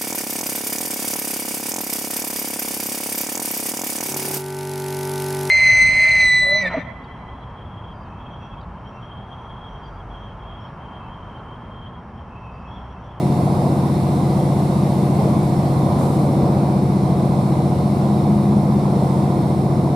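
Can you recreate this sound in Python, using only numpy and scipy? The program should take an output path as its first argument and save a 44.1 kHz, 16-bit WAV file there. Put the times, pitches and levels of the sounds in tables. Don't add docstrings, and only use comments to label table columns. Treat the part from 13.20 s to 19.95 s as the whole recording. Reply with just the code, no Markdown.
import sys
import numpy as np
from scipy import signal
from scipy.fft import rfft, irfft, next_fast_len
from scipy.io import wavfile
from scipy.ndimage import uniform_filter1d, map_coordinates

SR = 44100
rng = np.random.default_rng(int(sys.argv[2]) if len(sys.argv) > 2 else 0)


def dump_mix(stems):
    frames = np.atleast_2d(stems).T
    limited = np.clip(frames, -1, 1)
    pcm = np.round(limited * 32767).astype(np.int16)
    wavfile.write(sys.argv[1], SR, pcm)


N = 297675
TIME = np.arange(N) / SR


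def amp(db):
    return 10 ** (np.asarray(db) / 20)


def unit(x):
    return x / np.sqrt(np.mean(x ** 2) + 1e-20)


def along(points, hz):
    point_hz, values = np.transpose(points)
    return np.interp(np.log(hz + 1), np.log(point_hz + 1), values)


def wobble(rate):
    coarse = np.linspace(0, N, 2000)
    knots = rng.standard_normal(1024)
    curve = map_coordinates(knots, [coarse * rate / SR], mode="mirror")
    return np.interp(np.arange(N), coarse, curve)


def angle_of(hz):
    return 2 * np.pi * np.cumsum(hz) / SR


def filtered(x, response):
    padded = next_fast_len(N + SR // 2)
    spectrum = rfft(x, padded) * response(np.fft.rfftfreq(padded, 1 / SR))
    return irfft(spectrum, padded)[..., :N]


def swell(start, attack, decay, db):
    age = np.maximum(TIME - start, 0)
    return amp(db) * (1 - np.exp(-age / attack)) * np.exp(-age / decay)


def passing(middle, length, db):
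    return amp(db) * .5 ** ((2 * (TIME - middle) / length) ** 2)


# frequency in Hz, side minus mid in dB.
STEREO_WIDTH = [(25, -14), (60, -19), (130, -21.5), (330, -20.5), (520, -17), (780, -15.5), (1150, 1.5),
                (1800, -4.5), (2800, -2), (4200, -6.5), (6400, -0.6), (9800, 2), (15000, 0)]


def spread(hz):
    return np.arctan(amp(along(STEREO_WIDTH, hz)))


def noise(spectrum, patchy_db):
    bins = signal.stft(rng.standard_normal((2, N)), nperseg=1024)[2]
    patches = uniform_filter1d(rng.standard_normal(bins.shape[1:]), size=6, axis=0)
    patches = uniform_filter1d(patches, size=12, axis=1)
    pair = signal.istft(bins * amp(patchy_db * unit(patches)), nperseg=1024)[1][:, :N]

    def mid_side_response(hz):
        return amp(along(spectrum, hz)) * np.array([np.cos(spread(hz)), np.sin(spread(hz))])

    mid, side = filtered(pair, mid_side_response)
    return np.array([mid + side, mid - side]) / np.std(mid)


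CYCLE_HZ, FIRST_FIRING_S = 14.997, .009
CYLINDER_STRENGTHS = [-10, -5, 0, -11, -3, -5]
# centre in Hz, width in Hz.
FLOOR_RESONANCES = [(143, 10), (260, 48), (331, 14)]
# multiple of the cycle rate, rms level in dB before a common boom.
STRONG_ORDERS = [(3, -49), (6, -32), (7, -32.5), (8, -43), (9, -22), (10, -24), (11, -48), (12, -26.5),
                 (13, -35), (14, -28.5), (15, -33), (16, -34.5), (17, -47.5), (18, -40.5), (19, -47),
                 (20, -39.5), (21, -44.5), (22, -30.5), (24, -33.5), (25, -42), (32, -39.5), (39, -45),
                 (42, -49.5), (46, -47.5), (48, -37)]
# frequency in Hz, rms level of one order in dB.
WEAK_ORDER_CURVE = [(30, -58.5), (75, -53.5), (400, -55.5), (750, -48.5), (1050, -56), (1300, -65.5)]
FLUTTER_DB_PER_HZ, FLUTTER_LIMIT_DB = .003, 1.2


def engine(cycle, boom_db=0.07):
    strong = {round(order): db for order, db in STRONG_ORDERS}
    slots = np.arange(len(CYLINDER_STRENGTHS)) / len(CYLINDER_STRENGTHS)
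    out = np.zeros((2, N))
    for order in range(2, 86):
        hz = order * CYCLE_HZ
        firings = np.sum(amp(CYLINDER_STRENGTHS) * np.exp(-2j * np.pi * order * slots))
        ring = np.prod([1j * hz * width / (centre * centre - hz * hz + 1j * hz * width)
                        for centre, width in FLOOR_RESONANCES])
        diffuse = hz > 400
        lag = np.angle(firings * ring) + diffuse * rng.uniform(0, 2 * np.pi)
        db = strong[order] + boom_db if order in strong else along(WEAK_ORDER_CURVE, hz)
        flutter_db = min(FLUTTER_DB_PER_HZ * hz, FLUTTER_LIMIT_DB) * wobble(5)
        level = np.sqrt(2) * amp(db + flutter_db)
        ears = spread(hz) * rng.choice([-1, 1]) * np.array([[1], [-1]])
        out += level * np.cos(order * cycle + lag + ears)
    return out


# frequency in Hz, relative density in dB.
ROAR_SPECTRUM = [(200, -50), (340, -8), (430, -1.5), (600, 0), (760, 0), (880, -5), (1005, -4),
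                 (1120, -7.5), (1300, -15.5), (1500, -21), (1800, -32), (3000, -61)]


def knock(cycle, knock_db=-34, delay_s=0.00239):
    delayed = cycle - 2 * np.pi * CYCLE_HZ * delay_s
    gate = (1 + np.cos(len(CYLINDER_STRENGTHS) * delayed)) / 2
    return amp(knock_db) * unit(gate) * noise(ROAR_SPECTRUM, patchy_db=1)


SECOND_ORDER, SLIP_HZ, SLIP_ZERO_S = 6.5, .24, 1.27
# multiple of its rate, relative level in dB.
SECOND_HARMONICS = [(1, -20), (2, 0.5), (3, -12), (4, -17)]


def second_drone(cycle, drone_db=-27.0, flutter_db=0.54):
    turn = SECOND_ORDER * cycle - 2 * np.pi * SLIP_HZ * (TIME - SLIP_ZERO_S)
    tone = sum(amp(db + flutter_db * wobble(3.1)) * np.cos(round(multiple) * turn)
               for multiple, db in SECOND_HARMONICS)
    return amp(drone_db) * unit(tone)


RUMBLE_DB, ROAR_DB, EASING_DB_PER_S = -25.5, -30, 0.2668
# frequency in Hz, relative density in dB.
RUMBLE_SPECTRUM = [(5, -24), (20, -22), (40, -16), (55, -8), (75, -3), (130, 1.5), (165, 1.5), (215, 1.5),
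                   (275, -0.5), (320, 1), (350, -5), (400, -6), (520, -22.5), (900, -74)]
# frequency in Hz, relative density in dB.
GROWL_SPECTRUM = [(100, -25), (220, -0.5), (300, -1), (450, -9), (620, -10), (900, -28), (2000, -58.5)]
# middle in seconds, length in seconds, growl in dB, roar in dB.
ROUGH_STRETCHES = [(2.06, .28, -25, -31), (2.58, 0.34, -42, -31.5), (2.825, 0.15, -23, -35),
                   (3.15, 0.38, -24, -38), (3.998, .4, -33, -33.5), (4.85, .35, -37.5, -38)]
# start, attack and decay in seconds, level in dB before both.
TRACK_JOLT = (1.99, .006, .025, -20.5)


def wheels(wander_db=1.2):
    jolt = swell(*TRACK_JOLT)
    easing_db = EASING_DB_PER_S * (TIME - TIME.mean())
    rolling = amp(ROAR_DB - easing_db + wander_db * wobble(3.85))
    rough_growl = [passing(middle, length, db) for middle, length, db, _ in ROUGH_STRETCHES]
    rough_roar = [passing(middle, length, db) for middle, length, _, db in ROUGH_STRETCHES]
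    growl = np.linalg.norm([jolt] + rough_growl, axis=0)
    roar = np.linalg.norm([jolt, rolling] + rough_roar, axis=0)
    out = amp(RUMBLE_DB) * noise(RUMBLE_SPECTRUM, patchy_db=1.5)
    out = out + growl * noise(GROWL_SPECTRUM, patchy_db=1.5)
    return out + roar * noise(ROAR_SPECTRUM, patchy_db=1)


# time in seconds, hiss in dB before a common trim.
AIR_STREAM = [(0.1, -49), (1.97, -48), (2.75, -49), (3.57, -51), (4.66, -50.5), (5.49, -52), (5.87, -50),
              (6.7, -52.5)]
RUSH_DB, RUSH_FOLLOWS = -46, 0.67
# frequency in Hz, relative density in dB.
RUSH_SPECTRUM = [(900, -40), (1500, -6), (1800, -3.5), (2050, 2.5), (2250, 1), (2550, -4), (3050, -7),
                 (3750, -1.5), (4200, -1.5), (4900, -6.5), (5450, -4.5), (5800, -10.5), (7500, -24),
                 (12000, -60)]
# frequency in Hz, relative density in dB.
HISS_SPECTRUM = [(3500, -45), (5800, -6.5), (6800, -4), (7900, -1.5), (8600, 1), (9500, 0.5), (11000, -2.5),
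                 (12500, -6), (14000, -10.5), (15500, -20.5)]
# start, attack and decay in seconds, level in dB before both.
PASSING_WHOOSH = (2.77, .025, .17, -44.5)
# frequency in Hz, rms level in dB, about which both waver.
WHISTLE_TONES = [(2245, -70.5), (3763, -74), (5378, -63.5), (8592, -82)]


def air(hiss_db=-0.84, jolt_db=-20):
    seconds, levels = np.transpose(AIR_STREAM)
    stream_db = np.interp(TIME, seconds, levels)
    rush_db = RUSH_DB + RUSH_FOLLOWS * (stream_db - stream_db.mean())
    rush = np.hypot(amp(rush_db), amp(jolt_db) * swell(*TRACK_JOLT))
    hiss = np.hypot(amp(stream_db + hiss_db), swell(*PASSING_WHOOSH))
    flow = rush * noise(RUSH_SPECTRUM, patchy_db=1.0961) + hiss * noise(HISS_SPECTRUM, patchy_db=1.1)
    for hz, db in WHISTLE_TONES:
        turn = angle_of(hz + 3.3 * wobble(40))
        ears_db = db + 2 * np.array([wobble(9), wobble(9)])
        flow = flow + np.sqrt(2) * amp(ears_db) * np.sin(turn)
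    return flow


# middle in seconds, length in seconds, peak rms level in dB.
RIPPLED_STRETCHES = [(3.82, 0.61, -32.5), (5.166, 0.91, -19.5)]
RIPPLE_HZ = 205.3


def rail_song(flutter_db=-0.5, waver_hz=0.35):
    tone = np.sqrt(2) * np.sin(angle_of(RIPPLE_HZ + waver_hz * wobble(8.3)))
    stretches = sum(passing(*row) for row in RIPPLED_STRETCHES)
    return stretches * amp(flutter_db * wobble(3.91)) * tone


# frequency in Hz, left minus right in dB.
EAR_BALANCE = [(60, 0.5), (140, 1), (330, 1), (500, 0.5), (770, -2), (1150, -5), (1800, 1), (4200, 1.5),
               (6400, -0.5), (9800, 3.5), (15000, 0)]


def scene():
    cycle = angle_of(CYCLE_HZ + 0.0063 * wobble(2.01)) - 2 * np.pi * CYCLE_HZ * FIRST_FIRING_S
    saloon = engine(cycle) + knock(cycle) + second_drone(cycle) + wheels() + air() + rail_song()
    return filtered(saloon, lambda hz: amp(along(EAR_BALANCE, hz) * np.array([[.5], [-.5]])))


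TOP_HZ = 15500


def record(dry):
    return filtered(dry, lambda hz: hz < TOP_HZ)


dry = scene()
out = record(dry)
dump_mix(out)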